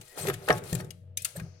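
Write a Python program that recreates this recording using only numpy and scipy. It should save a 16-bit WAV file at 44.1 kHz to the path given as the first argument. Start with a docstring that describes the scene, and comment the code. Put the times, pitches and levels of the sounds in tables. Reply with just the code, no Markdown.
"""Inside a freezer compartment, a metal spoon works at the frost, close by. Ice crystals crumble and squeak
under it. The spoon shakes and knocks the hollow liner (the inner wall) and makes the cabinet thump. The frost
snaps with two sharp clicks, then come a last soft bump and a faint, soft hiss. The compressor hums faintly
underneath."""
import sys
import numpy as np
from scipy import signal
from scipy.fft import rfft, irfft
from scipy.io import wavfile

SR = 44100
rng = np.random.default_rng(int(sys.argv[2]) if len(sys.argv) > 2 else 0)


def log_audio(samples):
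    """Write samples as a 16-bit WAV file to the path given in sys.argv[1]."""
    # one column per channel
    frames = np.atleast_2d(samples).T
    # limit to full scale, then quantise
    limited = np.clip(frames, -1, 1)
    pcm = np.round(limited * 32767).astype(np.int16)
    wavfile.write(sys.argv[1], SR, pcm)


N = 70560
T = np.arange(N) / SR
FREQS = np.maximum(np.arange(N // 2 + 1) * SR / N, 1)

# How each sound swells and fades. Each row: time in seconds, level in dB.
SCRAPE_LEVELS = [(0, -64), (.08, -57), (.16, -57.5), (.185, -38.5), (.225, -42.5), (.25, -44),
                 (.295, -41.5), (.318, -80), (.335, -43), (.36, -62), (.40, -61), (.47, -50.5),
                 (.58, -48.5), (.62, -74), (.645, -52), (.71, -46.5), (.775, -59.5), (.805, -45),
                 (.835, -100), (1.0, -82.5), (1.1, -104), (1.33, -74.5), (1.37, -48.5), (1.42, -69),
                 (1.6, -100.5)]
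DRAG_LEVELS = [(0, -53.5), (.1, -74.5), (.165, -47.5), (.185, -47), (.24, -45), (.29, -35), (.32, -49.5),
               (.39, -50), (.47, -50), (.52, -31.5), (.57, -38.5), (.69, -49), (.80, -43.5), (.88, -53.5),
               (1.0, -76), (1.34, -70.5), (1.39, -47), (1.6, -77)]
RUMBLE_LEVELS = [(0, -50.5), (.13, -85), (.21, -41), (.33, -37), (.40, -49.5), (.48, -52), (.53, -34.5),
                 (.68, -47.5), (.80, -36), (.92, -50.5), (1.05, -55.5), (1.34, -64), (1.38, -39),
                 (1.45, -46), (1.6, -66)]
HISS_LEVELS = [(1.38, -85), (1.43, -61), (1.5, -65.5), (1.56, -64.5), (1.6, -67)]
HUM_LEVELS = [(0, -70), (0.152, -82), (0.223, -56.5), (.95, -53.5), (1.1, -47), (1.218, -53), (1.33, -66),
              (1.498, -47), (1.6, -60)]

# The tone colour of each noise. Each row: frequency in Hz, relative level in dB.
SCRAPE_COLOUR = [(300, -6), (1000, 0.5), (1900, 3), (3500, 7), (6000, 3.5), (8000, 8), (12000, 5.5),
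                 (15500, 1.5)]
DRAG_COLOUR = [(150, -8), (260, -1), (400, 5), (620, -3.5), (950, -14), (1300, -6), (2000, -10),
               (5000, -37.5)]
RUMBLE_COLOUR = [(20, -37), (45, -10.5), (75, -24.5), (110, 3.5), (170, 1), (215, -16), (400, -25),
                 (1000, -75.5)]
CRUNCH_COLOUR = [(200, 7.5), (500, -3.5), (1500, 3), (2600, -4), (4300, -6), (8000, -18.5), (16000, -35)]
CRACK_COLOUR = [(300, -6), (1000, -1), (2300, 7.5), (4800, -4), (6700, -4), (9500, -2.5), (13500, -7),
                (15200, -7.5), (17000, -27.5)]
TAIL_COLOUR = [(300, 10.5), (2500, 2.5), (6000, -8.5), (10000, -7), (15000, -19.5)]
HISS_COLOUR = [(1000, -2), (2600, -0.5), (3500, -9), (4500, 3), (6300, 4), (7400, -15), (10000, -27.5),
               (16000, -33)]
ROOM_COLOUR = [(20, 6.5), (100, 8.5), (280, -27), (550, 5.5), (900, -30.5), (3000, -19.5), (8000, -44.5),
               (16000, -50.5)]

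# Knocks on the liner. Each row: start in seconds, level in dB, treble cut in Hz, bass cut in Hz.
KNOCKS = [(0.1745, -26.5, 794, 600), (.251, -23.5, 644, 450), (.272, -50, 3020, 400),
          (0.278, -23.5, 556, 357), (0.283, -29, 2660, 345), (0.29, -23, 510, 261), (.299, -22, 3900, 650),
          (0.479, -16.5, 720, 764), (0.4858, -16, 4600, 1340), (0.496, -11, 520, 294),
          (0.5035, -6.5, 2600, 540), (.726, -26.5, 596, 200), (.748, -29.5, 475, 220),
          (0.802, -36, 1980, 300), (1.357, -38, 642, 624), (1.398, -34, 4500, 1476)]
# The pitches the liner rings at, in Hz.
LINER_HZ = [340, 389, 485, 536, 602, 724, 795, 855, 986, 1098, 1266, 1321, 1590, 1693, 1891]
# One row for each of those pitches: level in dB, fade time (to fall 60 dB) in seconds.
LINER_RINGS = [(-20.5, 0.12), (-12.5, 0.17), (-16, 0.16), (-19.5, 0.072), (-15, 0.11), (-15.5, 0.11),
               (-23, 0.13), (-20, 0.16), (-24, 0.043), (-23.5, 0.15), (-16, 0.086), (-21.5, 0.08),
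               (-16.5, 0.12), (-16, 0.09), (-17.5, 0.071)]
# The contact's clack and the cabinet's boom. Each row: pitch in Hz, level in dB, fade in seconds.
CLACK_TONES = [(391.1, 1, 0.055), (650, -6, 0.019), (1294, -8.5, 0.015), (1839, -3, 0.03)]
CABINET_TONES = [(62.4, -9, 0.16), (114.6, 9, 0.022), (127, -7, 0.27), (147.2, -4.5, 0.08), (167, 4, 0.15)]
# Cabinet thumps. Each row: start in seconds, level in dB.
THUMPS = [(0.293, -44), (0.5, -29), (0.7225, -23.5), (0.746, -53), (1.371, -36), (1.415, -31.5)]
# Frost cracks. Each row: start in seconds, level in dB, fade in seconds, bass cut in Hz,
# extra lean to the left in dB.
CRACKS = [(0.012, -38.5, 0.05, 2010, -1), (0.27, -25.5, 0.019, 1520, 4), (0.285, -26.5, 0.019, 1370, 5),
          (0.299, -29.5, 0.019, 935, 2), (.340, -29, 0.029, 1210, 1), (0.4863, -22, 0.011, 1300, 2),
          (0.504, -27, 0.012, 1015, 10), (0.525, -29.5, 0.015, 4000, -5), (0.58, -34.5, 0.027, 2000, -1),
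          (0.638, -34.5, 0.015, 3330, 1), (.728, -24, 0.027, 3000, 0.5), (0.741, -40, 0.025, 5940, 16),
          (0.7504, -22.5, 0.019, 4050, 7), (0.752, -30, 0.027, 1500, 5.5), (0.789, -47.5, 0.036, 3020, 4),
          (0.81, -45, 0.02, 2500, 0), (0.8456, -43.5, 0.023, 3480, 10), (.906, -34.5, 0.03, 2500, 5.5),
          (1.172, -18, 0.028, 2720, -4), (1.22, -28.5, 0.039, 5600, 1), (1.247, -14.5, 0.033, 3700, -1),
          (1.251, -27.5, 0.043, 823, 0), (1.36, -38.5, 0.092, 5460, -13), (1.398, -40, 0.03, 3970, 1)]
# Where the cracks ring. Each row: frequency in Hz, width in Hz, boost in dB.
CRACK_PEAKS = [(2250, 100, -2), (3460, 300, 0.5), (6700, 230, 5), (7800, 2100, 5), (9930, 320, 2.5),
               (11800, 900, 4.5)]
# Pings of ice and spoon. Each row: start in seconds, pitch in Hz, level in dB, fade in seconds,
# pitch slide in Hz.
PINGS = [(.505, 8200, -57, 0.04, 7), (.731, 1830, -34.5, .04, 5.5), (.799, 4450, -43, 0.059, 3),
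         (.801, 1832, -42.5, .07, 3), (.808, 5600, -41, 0.026, 0), (.906, 2870, -45.5, 0.059, 3),
         (.906, 6520, -39.5, 0.027, 0), (.906, 4980, -42, 0.028, 2), (1.172, 1950, -40.5, 0.16, 620),
         (1.173, 6280, -30.5, 0.057, -2.5), (1.172, 10490, -25, 0.034, -1), (1.22, 9530, -45.5, .035, 1),
         (1.248, 6650, -33, 0.024, 1.5), (1.398, 2470, -41, 0.041, 0), (1.365, 1726, -42.5, .04, 0),
         (1.399, 1635, -39, 0.049, 0)]
# Brief tones: squeaks of frost and short low pulses of the knocks.
# Each row: middle and length in seconds, pitch in Hz, level in dB.
BRIEF_TONES = [(.125, .09, 1930, -60), (.186, .018, 780, -41), (.205, .04, 590, -48),
               (.224, .034, 8250, -39), (.225, .035, 7200, -48), (.257, .014, 530, -38),
               (.29, .03, 395, -33), (.29, .035, 11600, -42), (.484, .007, 800, -31),
               (.4988, .004, 600, -15), (.529, .005, 5600, -31), (.744, .005, 7400, -35),
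               (1.361, .011, 500, -40), (1.367, .01, 8280, -40), (1.369, .01, 11700, -46)]
# The compressor's faint steady tones. Each row: pitch in Hz, level in dB.
HUM_TONES = [(151, -86), (484.5, -71), (581.5, -95.5), (630, -74.5)]
# Where sounds sit between the ears. Each row: frequency in Hz, lean to the left in dB.
BALANCE = [(100, 4), (350, 0.5), (650, -4), (1300, 4.5), (3500, 12.5), (8000, 12.5), (13000, -1.5)]
CRACK_BALANCE = [(1000, 2), (2500, 7), (4500, 12), (8000, 8.5), (13000, 2)]
# Stereo width. Each row: frequency in Hz, level in dB of the part that differs between the sides.
WIDTH = [(100, -27), (500, 2), (1200, -0.5), (3000, -1), (14000, 1)]

LINER_LAG_S = 0.00018  # the right side hears the liner later


def scraping(bands=18, grains_per_s=30000):
    """Crystals crumble under the spoon, each ringing briefly at its own pitch."""
    crumbs = 0
    for hz in np.geomspace(700, 15000, bands):
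        resonance = signal.iirpeak(hz, Q=13, fs=SR)
        crumbs += signal.lfilter(*resonance, grains(grains_per_s / bands) + 1e-18) / hz ** .25
    return level(SCRAPE_LEVELS) * from_db(2.5) * coloured(SCRAPE_COLOUR, crumbs)


def dragging():
    """Coarser slips shake the liner while the pressing spoon damps it, and the cabinet rumbles."""
    damped = cut(liner() * decay(0.45), 850, "low")
    slips = grains(per_s=500)[:1]
    shudder = from_db(-3.5) * normalise(signal.fftconvolve(slips, damped, axes=1)[:, :N])
    grit = from_db(-4.5) * coloured(DRAG_COLOUR)
    rumble = level(RUMBLE_LEVELS) * coloured(RUMBLE_COLOUR)
    return level(DRAG_LEVELS) * (shudder + grit) + rumble


def knocks():
    """Each knock is a clack, a crunch and the liner's ring; soft contacts are duller."""
    out = 0
    for start, db, treble_hz, bass_hz in KNOCKS:
        hit = ring(CLACK_TONES, LINER_LAG_S) + liner(spread_db=2)
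        hit += from_db(-4.5) * coloured(CRUNCH_COLOUR) * decay(0.044)
        hit = cut(cut(hit, treble_hz, "low"), bass_hz, "high")
        out += from_db(db) * start_at(hit, start)
    return out


def liner(spread_db=0):
    """The hollow liner rings at many pitches; spread_db varies their levels at random."""
    tones = [(hz, db, fade) for hz, (db, fade) in zip(LINER_HZ, LINER_RINGS)]
    return ring(tones, LINER_LAG_S, spread_db)


def cracks(rise_s=0.00027):
    """Brittle frost snaps: each a short bright burst with a faint tail in the room."""
    out = 0
    for start, db, fade, bass_hz, left_db in CRACKS:
        burst = coloured(CRACK_COLOUR, balance=CRACK_BALANCE, peaks=CRACK_PEAKS)
        burst *= decay(fade) * pan(left_db)
        tail = from_db(-18) * coloured(TAIL_COLOUR, balance=CRACK_BALANCE) * decay(0.37)
        snap = (burst + tail) * rise(rise_s)
        snap = cut(cut(snap, bass_hz, "high"), bass_hz, "high")
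        out += from_db(db) * start_at(wall_echoes(snap), start)
    return out


def thumps():
    """Soft pushes boom in the cabinet."""
    boom = cut(ring(CABINET_TONES), 307, "low")
    return sum(from_db(db) * start_at(boom, start) for start, db in THUMPS)


def pings(slide_s=0.012, rise_s=0.00043):
    """Hard ticks leave a short ring, whose pitch may slide."""
    out = 0
    for start, hz, db, fade, slide_hz in PINGS:
        pitch = hz + slide_hz * rise(slide_s)
        tone = np.sin(2 * np.pi * np.cumsum(pitch) / SR) * decay(fade) * rise(rise_s)
        out += from_db(db) * start_at(tone * place(hz), start)
    return out


def brief_tones(width_hz=43):
    """Wavering tones swell and vanish: squeaks of frost and short low pulses of the knocks."""
    out = 0
    for middle, length, hz, db in BRIEF_TONES:
        wander = np.cumsum(rng.standard_normal(N)) * np.sqrt(2 * np.pi * width_hz / SR)
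        tone = np.sqrt(2) * np.sin(2 * np.pi * hz * T + wander)
        swell = np.exp(-np.minimum((2 * (T - middle) / length) ** 2, 20))
        out += from_db(db) * tone * swell * place(hz)
    return out


def hiss():
    """A faint, soft hiss at the end."""
    started = T > HISS_LEVELS[0][0]
    return level(HISS_LEVELS) * started * coloured(HISS_COLOUR)


def compressor(hum_hz=92.5):
    """The compressor's low hum swells and fades under faint steady tones."""
    hum = level(HUM_LEVELS) * np.sin(2 * np.pi * hum_hz * T)
    hum += sum(from_db(db) * np.sin(2 * np.pi * (hz * T + rng.random())) for hz, db in HUM_TONES)
    return np.sqrt(2) * hum * place(hum_hz)


def room_noise():
    """The room's faint, steady noise."""
    return from_db(-67.5) * coloured(ROOM_COLOUR)


def wall_echoes(x, count=6):
    """Echoes off the near walls boost some pitches and weaken others, differently on each side."""
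    delays_s = rng.uniform(.0004, .004, (count, 2, 1))
    comb = 1 + from_db(-11) * np.exp(-2j * np.pi * FREQS * delays_s).sum(axis=0)
    comb /= np.sqrt(np.mean(abs(comb) ** 2, axis=1, keepdims=True))
    echoes = irfft(comb, N)[:, :SR // 20]
    return signal.fftconvolve(x, echoes, axes=1)[:, :N]


def grains(per_s, spread_db=3):
    """Tiny random breaks of uneven size, as two channels of clicks."""
    sizes = from_db(spread_db * np.minimum(rng.exponential(1, N), 4))
    return (rng.random(N) < per_s / SR) * sizes * rng.standard_normal((2, N))


def ring(tones, lag_s=0, spread_db=0):
    """A struck object rings as a sum of fading tones, lag_s later on the right."""
    t = np.maximum(T - np.array([[0], [lag_s]]), 0)
    out = 0
    for k, (hz, db, fade) in enumerate(tones):
        gain = (-1) ** k * from_db(db + spread_db * rng.normal())
        out += gain * place(hz) * np.sin(2 * np.pi * hz * t) * decay(fade)
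    return out


def coloured(colour, source=None, balance=BALANCE, peaks=()):
    """Give white noise, or a two-channel source, a tone colour and a stereo spread."""
    mid, side = rfft(rng.standard_normal((2, N)) if source is None else source)
    pair = mid + side * from_db(at_hz(WIDTH, FREQS)) * [[1], [-1]]
    boost_db = sum(db / (1 + (2 * (FREQS - hz) / width) ** 2) for hz, width, db in peaks)
    shape = from_db(at_hz(colour, FREQS) + boost_db)
    return normalise(irfft(pair * shape * pan(at_hz(balance, FREQS)), N))


def from_db(db):
    """Turn decibels into a gain."""
    return 10 ** (np.asarray(db) / 20)


def normalise(x):
    """Scale a sound to an average power of one."""
    return x / np.sqrt(np.mean(x ** 2) + 1e-20)


def level(rows):
    """Join (seconds, dB) points into a gain over time."""
    return from_db(np.interp(T, *np.transpose(rows)))


def at_hz(rows, hz):
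    """Read a table at any frequency, with octaves evenly spaced."""
    freqs, values = np.transpose(rows)
    return np.interp(np.log(hz), np.log(freqs), values)


def pan(left_db):
    """Left and right gains, with the left louder by left_db."""
    gains = from_db(np.array([[.5], [-.5]]) * left_db)
    return gains / np.sqrt(np.mean(gains ** 2, axis=0))


def place(hz):
    """Left and right gains for a tone of this pitch."""
    return pan(at_hz(BALANCE, hz))


def cut(x, hz, keep):
    """Keep the "low" or "high" side of hz and soften the rest."""
    return signal.sosfilt(signal.butter(2, hz, keep, fs=SR, output="sos"), x + 1e-18)


def rise(seconds):
    """Climb from 0 towards 1, about two thirds of the way in this time."""
    return 1 - np.exp(-T / seconds)


def decay(seconds):
    """Fade by 60 dB in this time."""
    return np.exp(-np.minimum(np.log(1000) * T / seconds, 100))


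def start_at(x, seconds):
    """Delay a sound to its starting time."""
    return np.pad(x, ((0, 0), (int(seconds * SR), 0)))[:, :N]


def scene():
    """Add up the frost, the freezer's body and the quiet sounds behind them."""
    frost = wall_echoes(scraping()) + cracks() + pings()
    spoon_work = frost + brief_tones() + dragging() + knocks() + thumps()
    return spoon_work + hiss() + compressor() + room_noise()


def record(dry, cutoff_hz=15900):
    """Cut off the very highest treble steeply."""
    return signal.sosfilt(signal.ellip(10, .1, 90, cutoff_hz, fs=SR, output="sos"), dry)


dry = scene()
out = record(dry)
log_audio(out)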